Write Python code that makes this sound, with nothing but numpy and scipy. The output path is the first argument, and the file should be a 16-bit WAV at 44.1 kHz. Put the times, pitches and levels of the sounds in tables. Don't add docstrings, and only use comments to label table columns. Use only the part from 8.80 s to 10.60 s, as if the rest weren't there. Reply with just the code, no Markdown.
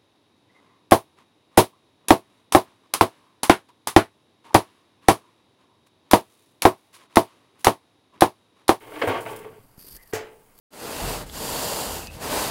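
import sys
import numpy as np
from scipy import signal
from scipy.fft import rfft, irfft
from scipy.io import wavfile
from scipy.ndimage import uniform_filter1d

SR = 44100
rng = np.random.default_rng(int(sys.argv[2]) if len(sys.argv) > 2 else 0)


def generate_wav(sig):
    pcm = np.round(np.clip(np.atleast_2d(sig).T, -1, 1) * 32767).astype(np.int16)
    wavfile.write(sys.argv[1], SR, pcm)


N = 79380
T = np.arange(N) / SR


def from_db(db):
    return 10 ** (np.asarray(db) / 20)


def rms_one(x):
    return x / np.sqrt(np.mean(x ** 2) + 1e-20)


def level(curve):
    return from_db(np.interp(T, *np.transpose(curve)))


def at_hz(points, hz):
    table_hz, value = np.transpose(points)
    return np.interp(np.log(hz + 0.00086), np.log(table_hz), value)


def dying(t60):
    return np.exp(-np.log(1000) * T / t60)


def rising(time_constant):
    return 1 - np.exp(-T / time_constant)


def at_time(x, s):
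    silence = np.zeros(max(int(s * SR), 0))
    return np.concatenate([silence, x])[:N]


def coloured(x, colour):
    gain = from_db(at_hz(colour, np.fft.rfftfreq(N, 1 / SR)))
    return rms_one(irfft(rfft(x) * gain, N))


def dense_ring(source, colour, t60s):
    hz = np.fft.rfftfreq(N, 1 / SR)
    spectrum = rfft(coloured(source, colour))
    edges = np.geomspace(60, 17000, 25)
    ring = np.zeros(N)
    for low, high in zip(edges, edges[1:]):
        band = irfft(spectrum * ((hz >= low) & (hz < high)), N)
        ring += band * dying(at_hz(t60s, np.sqrt(low * high)))
    return ring


def mode(hz, db, t60):
    return from_db(db) * np.sin(2 * np.pi * hz * T) * dying(t60)


def contact(x, bright_hz, bass_hz):
    treble_cut = signal.butter(2, min(bright_hz, SR / 3), fs=SR, output="sos")
    bass_cut = signal.butter(1, bass_hz, "high", fs=SR, output="sos")
    softened = signal.sosfilt(treble_cut, x + 1e-18)
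    return signal.sosfilt(bass_cut, softened)


def slips(per_s, spread_db):
    sizes = from_db(spread_db * np.minimum(rng.exponential(1, N), 4))
    signs = rng.choice([-1, 1], N)
    return rms_one(sizes * signs * (rng.random(N) < per_s / SR))


def drift(hz):
    lowpass = signal.butter(2, hz, fs=SR, output="sos")
    return rms_one(signal.sosfilt(lowpass, rng.standard_normal(N)))


# f/Hz, level/dB
AIR_COLOUR = [(25, 8.5), (60, -4), (200, -2.5), (450, -15), (900, -7.5), (2500, -28), (15500, -41)]
AIR_DB = -61.5


def outdoor_air():
    return from_db(AIR_DB) * coloured(rng.standard_normal(N), AIR_COLOUR)


# f/Hz, level/dB, t60/s
HANDLE_MODES = [(310, -8, 0.17), (424.6, -4.5, 0.36), (460, -4.5, 0.17), (670, -6.5, 0.18),
                (762, -12.5, 0.24), (904, -7.5, 0.24), (937.6, -12, 0.35), (1060, -13, 0.24),
                (1119, -10.5, 0.35), (1213, -14.5, 0.26), (1467, -17, 0.17), (1611, -9, 0.16),
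                (2128, -6, 0.06)]
STRIKE_SPREAD_DB = 2.5
DETUNE = 0.01504


def handle_ring():
    ring = np.zeros(N)
    draws = rng.standard_normal((len(HANDLE_MODES), 2))
    for k, ((hz, db, t60), (shift, strength)) in enumerate(zip(HANDLE_MODES, draws)):
        tone = mode(hz * (1 + DETUNE * shift), db + STRIKE_SPREAD_DB * strength, t60)
        ring += (-1) ** k * tone
    return ring


# f/Hz, level/dB
BUNCH_COLOUR = [(50, -33), (110, -44), (220, -18.5), (320, -3), (450, 4), (750, -7), (1600, -10),
                (2200, -9), (3100, -5), (4000, -13.5), (6000, -20.5), (15000, -12.5)]
# f/Hz, t60/s
BUNCH_T60 = [(100, 0.84), (450, 0.5), (1500, 0.34), (3800, 0.11), (10000, 0.33)]
BUNCH_DB = -4


def bunch_rings():
    return [from_db(BUNCH_DB) * dense_ring(rng.standard_normal(N), BUNCH_COLOUR, BUNCH_T60)
            for _ in range(5)]


# f/Hz, level/dB
CRACK_COLOUR = [(100, -26.5), (420, 11.5), (1000, 0), (1600, -0.5), (2200, 1), (3800, -16), (5000, -12.5),
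                (9000, -50)]
CRACK_T60_S = 0.049


def crack_noise():
    return coloured(rng.standard_normal(N), CRACK_COLOUR)


def crack(noise):
    return np.roll(noise, rng.integers(N)) * dying(CRACK_T60_S)


# t/s, level/dB
RUB_LEVEL = [(0, -45.5), (0.10, -47.5), (0.15, -36), (0.26, -36.5), (0.282, -24.5), (0.325, -33),
             (0.38, -32.5), (0.41, -53), (0.45, -42), (0.468, -36), (0.58, -46), (0.74, -56.5),
             (0.86, -65.5)]
SLIPS_PER_S, SLIP_SPREAD_DB = 480, 2.5
RUB_BRIGHT_HZ, RUB_BASS_HZ = 3750, 285
RUB_MODES_DB = -7


def rubbing(rings, noise):
    out = np.zeros(N)
    for ring in rings:
        body = from_db(RUB_MODES_DB) * handle_ring() + ring + crack(noise)
        body = contact(body, RUB_BRIGHT_HZ, RUB_BASS_HZ)
        rattle = slips(SLIPS_PER_S / len(rings), SLIP_SPREAD_DB)
        rattle = rattle * level(RUB_LEVEL) / np.sqrt(len(rings))
        out += signal.fftconvolve(rattle, body / np.linalg.norm(body))[:N]
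    return out


# t/s, level/dB
GRAIN_LEVEL = [(0, -57.5), (0.1, -55), (0.23, -46.5), (0.36, -52.5), (0.45, -52), (0.52, -44),
               (0.55, -53.5), (0.62, -56.5), (0.70, -63), (0.96, -65.5), (1.0, -62)]
# f/Hz, level/dB
GRAIN_COLOUR = [(700, -17), (4000, -3.5), (6000, -3.5), (8500, 2.5), (10500, 4), (12500, -1.5),
                (15500, 4.5)]
# t/s, level/dB, t60/s
SCUFFS = [(0.271, -30.5, 0.1), (0.404, -39, 0.11), (0.56, -31.5, 0.041), (0.588, -34, 0.029)]
SCUFF_RISE_S = 0.0059
GRAINS_PER_S, GRAIN_SPREAD_DB = 5800, 2


def wood_grain():
    pressure = level(GRAIN_LEVEL)
    for s, db, t60 in SCUFFS:
        pressure += from_db(db) * at_time(rising(SCUFF_RISE_S) * dying(t60), s)
    return pressure * coloured(slips(GRAINS_PER_S, GRAIN_SPREAD_DB), GRAIN_COLOUR)


# t/s, level/dB
DRONE_LEVEL = [(0, -59), (0.2, -59), (0.33, -43), (0.57, -52), (0.63, -52), (0.75, -55), (1.0, -73)]
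# f/Hz, level/dB
DRONE_COLOUR = [(50, -32), (90, -13), (110, -1.5), (150, -11), (300, -10.5), (1000, -86)]


def drone():
    return level(DRONE_LEVEL) * coloured(slips(SLIPS_PER_S, GRAIN_SPREAD_DB), DRONE_COLOUR)


# t/s, level/dB, treble limit f/Hz, bass limit f/Hz, crack level/dB within the blow
KNOCKS = [(0.069, -36.5, 600, 100, -27), (0.120, -37, 1170, 200, 0), (0.2162, -21.5, 3800, 925, 7),
          (0.221, -21, 3120, 885, 5.5), (0.229, -19, 617, 202, 3.5), (0.235, -22.5, 695, 202, 8),
          (0.274, -20, 1770, 202, 1.5), (0.286, -27, 3400, 260, 4.5), (0.301, -31, 2600, 252, 4),
          (0.320, -29.5, 3200, 397, 2), (0.355, -20, 1470, 1000, 0), (0.461, -29.5, 2570, 486, 2),
          (0.526, -35, 687, 154, 1.5), (0.646, -38.5, 1800, 365, 2.5), (1.327, -41, 3040, 900, 11.5)]
MODES_DB = -3
CONTACT_RISE_S = 0.00047


def knocks(rings, noise):
    out = np.zeros(N)
    for k, (s, db, bright_hz, bass_hz, crack_db) in enumerate(KNOCKS):
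        first_burst = from_db(crack_db) * crack(noise)
        ring = from_db(MODES_DB) * handle_ring() + rings[k % len(rings)]
        blow = rising(CONTACT_RISE_S) * (ring + first_burst)
        out += from_db(db) * at_time(contact(blow, bright_hz, bass_hz), s)
    return out


# t/s, level/dB, f/Hz
SQUEAKS = [
    [(0.08, -57, 312.6), (0.16, -45, 304.4), (0.275, -34, 292.6), (0.35, -46, 241)],
    [(0.46, -50, 915), (0.50, -40.5, 901), (0.527, -43.5, 874), (0.56, -52, 868)],
    [(0.50, -49, 420), (0.54, -34.5, 425.5), (0.58, -49.5, 430.8), (0.67, -43, 435), (0.79, -54, 433.7)],
    [(1.16, -62, 1703), (1.215, -58, 2044), (1.25, -64, 1920), (1.31, -72, 1750)],
]
SQUEAK_ROUGH = 1.0
SQUEAK_WIDTH = 0.074


def squeak(curve):
    s, db, hz = np.transpose(curve)
    phase = 2 * np.pi * np.cumsum(np.interp(T, s, hz)) / SR
    width_hz = SQUEAK_WIDTH * hz.mean()
    rough = SQUEAK_ROUGH * hz.mean() / 1000
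    noise = drift(width_hz) * np.sin(phase) + drift(width_hz) * np.cos(phase)
    tone = np.sin(phase) + rough * noise
    sounding = 1. * ((T > s[0]) & (T < s[-1]))
    gate = uniform_filter1d(sounding, size=400)
    return from_db(np.interp(T, s, db)) * gate * rms_one(tone)


def squeaks():
    return sum(squeak(curve) for curve in SQUEAKS)


# t/s, level/dB
THUMPS = [(0.219, -44.5), (0.27, -21), (1.33, -30)]
# f/Hz, level/dB, t60/s
THUMP_MODES = [(97, -8.5, 0.18), (100.6, -1.5, 0.16)]
THUMP_RISE_S = 0.013


def thumps():
    boom = rising(THUMP_RISE_S) * sum(mode(*row) for row in THUMP_MODES)
    return sum(from_db(db) * at_time(boom, s) for s, db in THUMPS)


# t/s, level/dB
SLIDE_LEVEL = [(0.974, -67), (0.981, -51), (1.025, -49), (1.055, -48), (1.08, -45), (1.105, -46.5),
               (1.168, -46), (1.187, -65), (1.215, -64), (1.23, -50.5), (1.246, -70), (1.275, -55.5),
               (1.31, -56.5), (1.35, -89), (1.72, -73), (1.78, -58.5)]
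# f/Hz, level/dB
SLIDE_COLOUR = [(100, 1), (400, 0), (800, -12), (4000, -12), (4650, 2), (5500, -8), (7600, -14), (9200, -3),
                (10500, -5), (11900, 5), (13000, -2), (15700, -8)]
SLIDE_GRAINS_PER_S = 2100
SLIDE_FLUTTER_DB, SLIDE_FLUTTER_HZ = 2, 68.6


def slide():
    flutter = from_db(SLIDE_FLUTTER_DB * drift(SLIDE_FLUTTER_HZ))
    hiss = coloured(slips(SLIDE_GRAINS_PER_S, SLIP_SPREAD_DB), SLIDE_COLOUR)
    return level(SLIDE_LEVEL) * rms_one(flutter * hiss)


# t/s, level/dB
TICKS = [(0.978, -38), (1.0885, -26.5), (1.127, -30), (1.166, -28.5), (1.336, -26), (1.347, -27),
         (1.789, -33)]
TICK_T60_S = 0.0022


def ticks():
    strength = sum(from_db(db) * at_time(dying(TICK_T60_S), s) for s, db in TICKS)
    return strength * coloured(rng.standard_normal(N), GRAIN_COLOUR)


# t/s, level/dB, f/Hz, t60/s
BUMPS = [(0.980, -32.5, 172, 0.014), (1.045, -48.5, 386, 0.058), (1.137, -44, 42, 0.25),
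         (1.160, -47.5, 407, 0.067)]


def hand_bumps():
    return sum(at_time(mode(hz, db, t60), s) for s, db, hz, t60 in BUMPS)


# t/s, level/dB
CLASHES = [(1.332, -33.5), (1.335, -30.5), (1.3466, -32)]
# f/Hz, level/dB
CLASH_COLOUR = [(50, -29), (100, -1), (220, -11), (450, 1.5), (1000, -9), (1900, -5), (3800, -17.5),
                (7100, -10.5), (9500, -17.5), (15500, -17.5)]
# f/Hz, t60/s
CLASH_T60 = [(150, 0.36), (450, 0.58), (1500, 0.37), (3000, 0.41), (6500, 0.19), (12000, 0.16)]
# f/Hz, level/dB, t60/s
CLACK_MODES = [(408, -19.5, 0.039), (437, -26, 0.43), (697, -36.5, 0.36), (859, -40.5, 0.56),
               (1420, -44, 0.33), (1911, -37.5, 0.28), (7390, -45.5, 0.28)]
CHATTERS_PER_S = 2700


def clash():
    chatter = np.zeros(N)
    for s, db in CLASHES:
        clicks = slips(CHATTERS_PER_S, GRAIN_SPREAD_DB)
        chatter += from_db(db) * at_time(dense_ring(clicks, CLASH_COLOUR, CLASH_T60), s)
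    clack = sum(mode(*row) for row in CLACK_MODES)
    return chatter + at_time(clack, CLASHES[1][0])


def scene():
    rings, noise = bunch_rings(), crack_noise()
    dragging = rubbing(rings, noise) + wood_grain() + drone() + squeaks()
    blows = knocks(rings, noise) + thumps() + hand_bumps()
    release = slide() + ticks() + clash()
    return (outdoor_air() + dragging + blows + release)[None]


def record(dry):
    treble_cut = signal.ellip(12, .1, 80, 15750, fs=SR, output="sos")
    return signal.sosfilt(treble_cut, dry)


dry = scene()
out = record(dry)
generate_wav(out)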